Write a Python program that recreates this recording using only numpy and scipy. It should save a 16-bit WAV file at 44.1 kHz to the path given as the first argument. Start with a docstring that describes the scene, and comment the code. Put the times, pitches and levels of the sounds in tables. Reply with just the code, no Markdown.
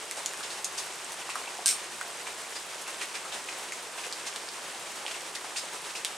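"""Under a wooden deck in woodland, in steady light rain.
Far drops merge into an even hiss and nearer ones patter on leaves, over a very faint hum.
Close by, drips off the boards tick and plop, ring bubbles in puddles and burst into spray.
Once, a small metal catch snaps shut, rattles and echoes between the joists."""
import sys
import numpy as np
from scipy import signal
from scipy.fft import rfft, irfft, next_fast_len
from scipy.io import wavfile
from scipy.ndimage import uniform_filter1d

SR = 44100
rng = np.random.default_rng(int(sys.argv[2]) if len(sys.argv) > 2 else 0)


def persist_wave(psi):
    """Save psi, clipped to +-1, as 16-bit WAV."""
    counts = np.round(np.clip(psi, -1, 1) * 32767).astype(np.int16)
    wavfile.write(sys.argv[1], SR, np.atleast_2d(counts).T)


N = 272097
TIME = np.arange(N) / SR
SHORT = TIME[:SR // 5]   # 0.2 s, room for one small sound

# Close drips, from low plops to sharp ticks: start_s, ring_db, pitch_hz, ring_cycles, tick_db, spray_db
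DRIPS = [(0.1121, -41, 2200, 2.5, -32, -43), (.174, -43, 720, 3.5, -55, -42),
         (.181, -43, 670, 3.5, -56, -51), (0.2599, -37, 4280, 6.7, -33, -52),
         (0.2606, -31.5, 7100, 21, -36, -42), (.2657, -40, 6700, 15, -46, -50),
         (.336, -44, 1700, 6, -41, -50), (0.374, -48, 11000, 3, -45, -48),
         (.407, -42.5, 1350, 9.8, -53, -43), (0.504, -46, 4000, 6, -46, -50),
         (0.6449, -36, 6560, 12, -34, -30.5), (.646, -38, 9500, 11, -32, -41),
         (.780, -42, 6150, 9, -43, -34.5), (.956, -46, 13000, 5, -47, -44), (1.046, -44, 8400, 8, -47, -46),
         (1.121, -45, 6600, 6.2, -38, -45), (1.133, -48, 11500, 4, -46, -50),
         (1.291, -38, 1020, 4, -48, -44), (1.297, -41, 2480, 7.8, -43, -35),
         (1.356, -32.5, 1250, 5.3, -42, -41), (1.3567, -42, 13500, 4, -47, -42),
         (1.361, -44, 740, 3.7, -55, -48), (1.476, -42, 850, 2.7, -57, -41),
         (1.591, -38.5, 664, 3, -54, -58), (2.012, -34.5, 1400, 13, -41, -48),
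         (2.013, -40, 1930, 17, -43, -43), (2.269, -41.5, 2370, 16, -55, -36),
         (2.273, -42, 990, 2.2, -58, -48), (2.387, -52, 12000, 6, -54, -46),
         (2.814, -49, 11000, 6, -51, -37), (2.877, -45, 13500, 6, -52, -47),
         (3.012, -39.5, 2500, 14, -49, -31.5), (3.2505, -49, 780, 1.8, -53, -52),
         (3.251, -38, 1267, 65, -52, -45), (3.487, -39, 2500, 33, -56, -37.5),
         (3.722, -38, 2120, 7, -41, -40), (4.066, -41.5, 450, 7.3, -43, -46),
         (4.126, -37, 4640, 5.4, -40, -37.5), (4.361, -37, 3920, 1.1, -40, -40),
         (4.488, -42, 4900, 4.4, -54, -41), (4.958, -52, 12000, 6, -49, -41),
         (5.0525, -40, 830, 3, -49, -54), (5.0639, -34, 2970, 17, -50, -46),
         (5.076, -46, 2670, 24, -48, -36), (5.110, -46, 2400, 40, -51, -35.5),
         (5.1428, -43, 2640, 22, -48, -45), (5.150, -40.5, 2250, 34, -55, -43),
         (5.351, -44, 4320, 3, -47, -33), (5.445, -38.5, 850, 4, -55, -41),
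         (5.560, -43, 2640, 11, -52, -33.5), (6.0484, -31, 3450, 3.2, -29, -32)]


def from_db(db):
    """Turn decibels into a gain."""
    return 10 ** (np.asarray(db) / 20)


def unit_level(x):
    """Scale a signal to an average (rms) level of 1."""
    return x / np.sqrt(np.mean(x ** 2) + 1e-20)


def burst(x, db):
    """Give a short sound the energy of ten milliseconds at this level."""
    return from_db(db) * x * np.sqrt(SR / 100 / (np.sum(x ** 2) + 1e-20))


def add(track, start_s, sound):
    """Mix a short sound into a track."""
    at = max(round(start_s * SR), 0)
    track[..., at:at + sound.shape[-1]] += sound[..., :N - at]


def resonate(x, hz, width_hz):
    """Let a sound ring at one pitch: the narrower the width, the longer the ring."""
    r = np.exp(-np.pi * width_hz / SR)
    feedback = [1, -(1 + r * r) * np.cos(2 * np.pi * hz / SR), r * r]
    return signal.lfilter(np.array([1, 0, -1]) * (1 - r * r) / 2, feedback, x + 1e-18)


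def cut_lows(x, hz, order=2):
    """Weaken everything below this pitch."""
    return signal.sosfilt(signal.butter(order, hz, "high", fs=SR, output="sos"), x)


def coloured(noise, points):
    """Shape noise along a curve of (pitch_hz, level_db) points."""
    hz, db = np.transpose(points)
    size = next_fast_len(noise.shape[-1])
    bins_hz = np.maximum(np.arange(size // 2 + 1) * SR / size, 1)
    gain = from_db(np.interp(np.log(bins_hz), np.log(hz), db))
    return irfft(rfft(noise, size) * gain, size)[..., :noise.shape[-1]]


def diffuse(size):
    """Stereo noise arriving from all round."""
    # How strong the left-right difference is beside the shared part: pitch_hz, level_db
    stereo_width = [(30, -13), (60, -18), (150, -21), (350, -21.5), (700, -14), (1400, -8), (2800, -7.5),
                    (5600, -8.5), (9000, -11), (13000, -50)]
    shared, difference = rng.standard_normal((2, size))
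    return shared + coloured(difference, stereo_width) * [[1], [-1]]


def wander(size):
    """A random drift of about 1 either way, smoothed over this many samples."""
    return unit_level(uniform_filter1d(uniform_filter1d(rng.standard_normal(N), size), size))


def crack(decay_s, edge=1):
    """A contact: a sharp edge with a brief crumble of noise behind it."""
    x = rng.standard_normal(len(SHORT)) * np.exp(-SHORT / decay_s)
    x[0] += edge * np.sqrt(np.sum(x ** 2))
    return x


def hum(waver_rad):
    """Two faint low tones that waver slightly."""
    # The tones of the hum: pitch_hz, level_db
    tones = [(55, -83), (164.5, -74.5)]
    return sum(from_db(db) * np.sqrt(2) * np.sin(2 * np.pi * hz * TIME + waver_rad * wander(SR // 40 * 10))
               for hz, db in tones)


def far_rain(flutter_db):
    """Countless far drops merge into a hiss whose level flutters a little."""
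    # Tone colour of rain on far leaves and ground: pitch_hz, relative_db
    hiss_curve = [(25, -31), (45, -28), (75, -18), (110, -16.5), (200, -10.5), (295, -8), (340, -1),
                  (520, -2), (940, 1.47), (1300, -1.2), (2700, -3), (4400, -6.5), (7500, -7), (15000, -7.5)]
    hiss = unit_level(coloured(diffuse(N), hiss_curve))
    return hiss * from_db(flutter_db * wander(SR // 40))


def patter(per_s, spread_db, cycles, pan_db):
    """Drops hit nearer leaves, random in time, size and side; each rings for a few cycles."""
    out = np.zeros((2, N))
    pitches = np.geomspace(450, 10000, 16)
    drops_per_pitch = int(per_s * N / SR / len(pitches))
    for hz in pitches:
        when, chance, side, sign = rng.random((drops_per_pitch, 4)).T
        size = np.minimum(-np.log(chance), 4)   # many small drops, few big ones
        strength = from_db(spread_db * size) * np.sign(sign - .5)
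        hits = np.zeros((2, N))
        hits[:, (when * N).astype(int)] = strength * from_db(pan_db * (side - .5) * [[1], [-1]])
        ringing = resonate(hits, hz, hz / cycles)
        out += unit_level(resonate(ringing, hz, hz))
    return unit_level(out)


def droplets(per_s, level_db, spread_db):
    """Tiny splashed droplets land close by as faint, high ticks."""
    out = np.zeros(N)
    for when, smallness in rng.random((int(per_s * N / SR), 2)):
        tick = resonate(crack(decay_s=0.0006), hz=15200, width_hz=4500)
        add(out, when * N / SR, burst(tick, level_db - spread_db * smallness))
    return out


def spray(grain_db, fizz_db, drip_core_db, drip_rise_s, splat_rise_s):
    """A drop bursts: a cloud of droplets swells and thins out, with a pitched core and a fine fizz."""
    # Drops that only burst into spray: start_s, level_db, pitch_hz, core_db
    splats = [(.165, -35, 8700, -7), (.426, -31.5, 2780, -5), (.501, -35.5, 4520, -5),
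              (.773, -29.5, 5160, -8), (1.295, -36, 2600, -1), (2.55, -34.5, 4860, 7),
              (2.872, -32, 1300, -2), (3.017, -31, 1900, -8), (3.141, -30, 2400, 1),
              (3.318, -33.5, 3020, 14), (3.723, -36, 6800, -3), (3.973, -33, 2500, -2),
              (4.034, -34.5, 2600, 0), (4.262, -30, 3150, -12), (5.564, -27, 5000, 1),
              (5.950, -32.5, 5000, -12)]
    clouds = [(start_s, db, hz, drip_core_db, drip_rise_s) for start_s, _, hz, _, _, db in DRIPS]
    clouds += [(*splat, splat_rise_s) for splat in splats]
    out = np.zeros((2, N))
    for start_s, db, hz, core_db, rise_s in clouds:
        grains = from_db(grain_db * rng.standard_normal(len(SHORT)))
        cloud = diffuse(len(SHORT)) * grains * SHORT * np.exp(-SHORT / rise_s)
        core = from_db(core_db) * resonate(cloud, hz, 0.15 * hz)
        body = resonate(cloud, hz, 1.8 * hz) + core
        body = resonate(body, hz, 7.8 * hz)   # trims the far lows and highs
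        fizz = from_db(fizz_db) * resonate(cloud, hz=6900, width_hz=15000)
        add(out, start_s, burst(body + fizz, db))
    return out


def plinks(attack_s, rise_per_s, wobble_cycles):
    """A trapped bubble rings as one tone that wobbles and creeps upward as it nears the surface."""
    # Drips that trap a bubble in a puddle: start_s, level_db, pitch_hz, decay_s
    bubbles = [(1.472, -40, 2554, 0.0098), (2.862, -44, 2650, .018), (4.036, -41.5, 2470, .005),
               (4.044, -49, 2770, .008), (5.364, -41, 1930, .005), (5.951, -37.5, 2590, .006)]
    out = np.zeros(N)
    for start_s, db, hz, decay_s in bubbles:
        cycles = hz * SHORT * (1 + rise_per_s * SHORT / 2)
        cycles += wobble_cycles * wander(SR // 500)[:len(SHORT)]
        envelope = (1 - np.exp(-SHORT / attack_s)) * np.exp(-SHORT / decay_s)
        add(out, start_s, burst(np.sin(2 * np.pi * cycles) * envelope, db))
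    return out


def drips(attack_cycles, upper_ratio, upper_db, rough_db):
    """A drip strikes wood, a puddle or something hollow: a sharp tick, then two close tones ring."""
    out = np.zeros(N)
    tick = resonate(signal.unit_impulse(len(SHORT)), hz=10900, width_hz=8500)
    for start_s, ring_db, hz, ring_cycles, tick_db, _ in DRIPS:
        cycles = hz * SHORT
        tones = np.sin(2 * np.pi * cycles) + from_db(upper_db) * np.sin(2 * np.pi * cycles * upper_ratio)
        noise = rng.standard_normal(len(SHORT))
        rough = unit_level(resonate(resonate(noise, hz, hz / 2), hz, hz / 2))
        envelope = (1 - np.exp(-cycles / attack_cycles)) * np.exp(-np.pi * cycles / ring_cycles)
        ring = (tones + from_db(rough_db) * rough) * envelope
        add(out, start_s, burst(ring, ring_db) + burst(tick, tick_db))
    return out


def board_echoes(x, blur_s):
    """The first echoes of a close sound, slightly blurred by the rough boards."""
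    # Bounces off the nearest boards: delay_s, level_db
    bounces = [(.0056, -13.5), (.0093, -27)]
    out = np.zeros(N)
    for delay_s, db in bounces:
        blur = crack(blur_s)
        blur /= np.sqrt(np.sum(blur ** 2))
        add(out, delay_s, from_db(db) * signal.fftconvolve(x, blur)[:N])
    return out


def deck_reverb(x, build_s, fade_s):
    """Sound bounces between boards and ground, building up quickly and falling 60 dB in fade_s."""
    t = TIME[:SR // 2]
    echoes = diffuse(len(t)) * from_db(-60 * t / fade_s) * (1 - np.exp(-t / build_s))
    echoes /= np.sqrt(np.sum(echoes ** 2) / 2)
    return signal.fftconvolve(x, echoes, axes=1)[:, :N]


def metal_catch(contact_s, scatter_db, scatter_rise_s, scatter_s, knock_db):
    """Each clack rings the metal, and a dense scatter of echoes comes back from the joists."""
    # The catch snaps shut and rattles on: start_s, level_db
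    clacks = [(1.6595, -19.5), (1.6605, -29.5), (1.6650, -27), (1.6716, -25), (1.68, -22), (1.6889, -26),
              (1.7032, -29.5), (1.7108, -29.5)]
    # The tones the catch rings with: pitch_hz, width_hz, relative_db
    metal_tones = [(1586, 59, 0), (2500, 260, -5), (3130, 1100, -6.5), (4350, 900, -7.5), (5620, 1200, -4),
                   (6500, 1900, -7), (7740, 320, -4), (8180, 97, 6), (8430, 110, 3), (8520, 90, 1),
                   (8800, 560, 1), (9440, 300, -4), (11850, 3600, 0)]
    snap_s, lowest_hz = clacks[0][0], metal_tones[0][0]
    force = np.zeros((2, N))
    for start_s, db in clacks:
        contact = cut_lows(crack(contact_s, edge=0), hz=3040, order=1)   # small hard contacts sound thin
        add(force, start_s, burst(contact, db))
    scatter = (1 - np.exp(-SHORT / scatter_rise_s)) * np.exp(-(SHORT / scatter_s) ** 2)
    add(force, snap_s, burst(diffuse(len(SHORT)) * scatter, scatter_db))
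    ringing = sum(from_db(db) * resonate(force, hz, width_hz) for hz, width_hz, db in metal_tones)
    out = unit_level(cut_lows(ringing, hz=1300)) * np.sqrt(np.mean(force ** 2))
    # the first blow also knocks the housing at its lowest tone
    knock = np.sin(2 * np.pi * lowest_hz * SHORT) * np.exp(-SHORT / 0.011)
    add(out, snap_s, burst(knock, knock_db))
    return out


def scene():
    """Rain all round; the close drips and the catch also echo under the deck."""
    leaves = from_db(-11.5) * patter(per_s=700, spread_db=4, cycles=4, pan_db=6)
    rain = from_db(-38.5) * (far_rain(flutter_db=1) + leaves)
    close = drips(attack_cycles=0.97, upper_ratio=1.058, upper_db=-4, rough_db=-4)
    close += plinks(attack_s=0.0012, rise_per_s=1.2, wobble_cycles=0.16)
    close += board_echoes(close, blur_s=0.00096)
    splashes = spray(grain_db=3, fizz_db=-4, drip_core_db=5, drip_rise_s=0.0045, splat_rise_s=0.011)
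    close = close + from_db(1.5) * splashes
    close += droplets(per_s=24, level_db=-39.5, spread_db=10)
    close += metal_catch(contact_s=0.0015, scatter_db=-16, scatter_rise_s=0.005, scatter_s=0.072,
                         knock_db=-34.5)
    close = cut_lows(close, hz=248)   # the close sounds carry no deep thump
    reverb = from_db(-5.5) * deck_reverb(close, build_s=0.004, fade_s=0.17)
    mix = rain + close + reverb + hum(waver_rad=0.77)
    return mix * from_db([[-0.22], [0.22]])   # a little stronger on the right


def record(dry):
    """Small microphones with a treble peak, falling away above it."""
    bright = dry + from_db(-3) * resonate(dry, hz=8780, width_hz=2150)
    dulled = signal.sosfilt(signal.butter(3, 8660, fs=SR, output="sos"), bright)
    steep_top_cut = signal.ellip(10, .1, 80, 15900, fs=SR, output="sos")
    return signal.sosfilt(steep_top_cut, dulled)


dry = scene()
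out = record(dry)
persist_wave(out)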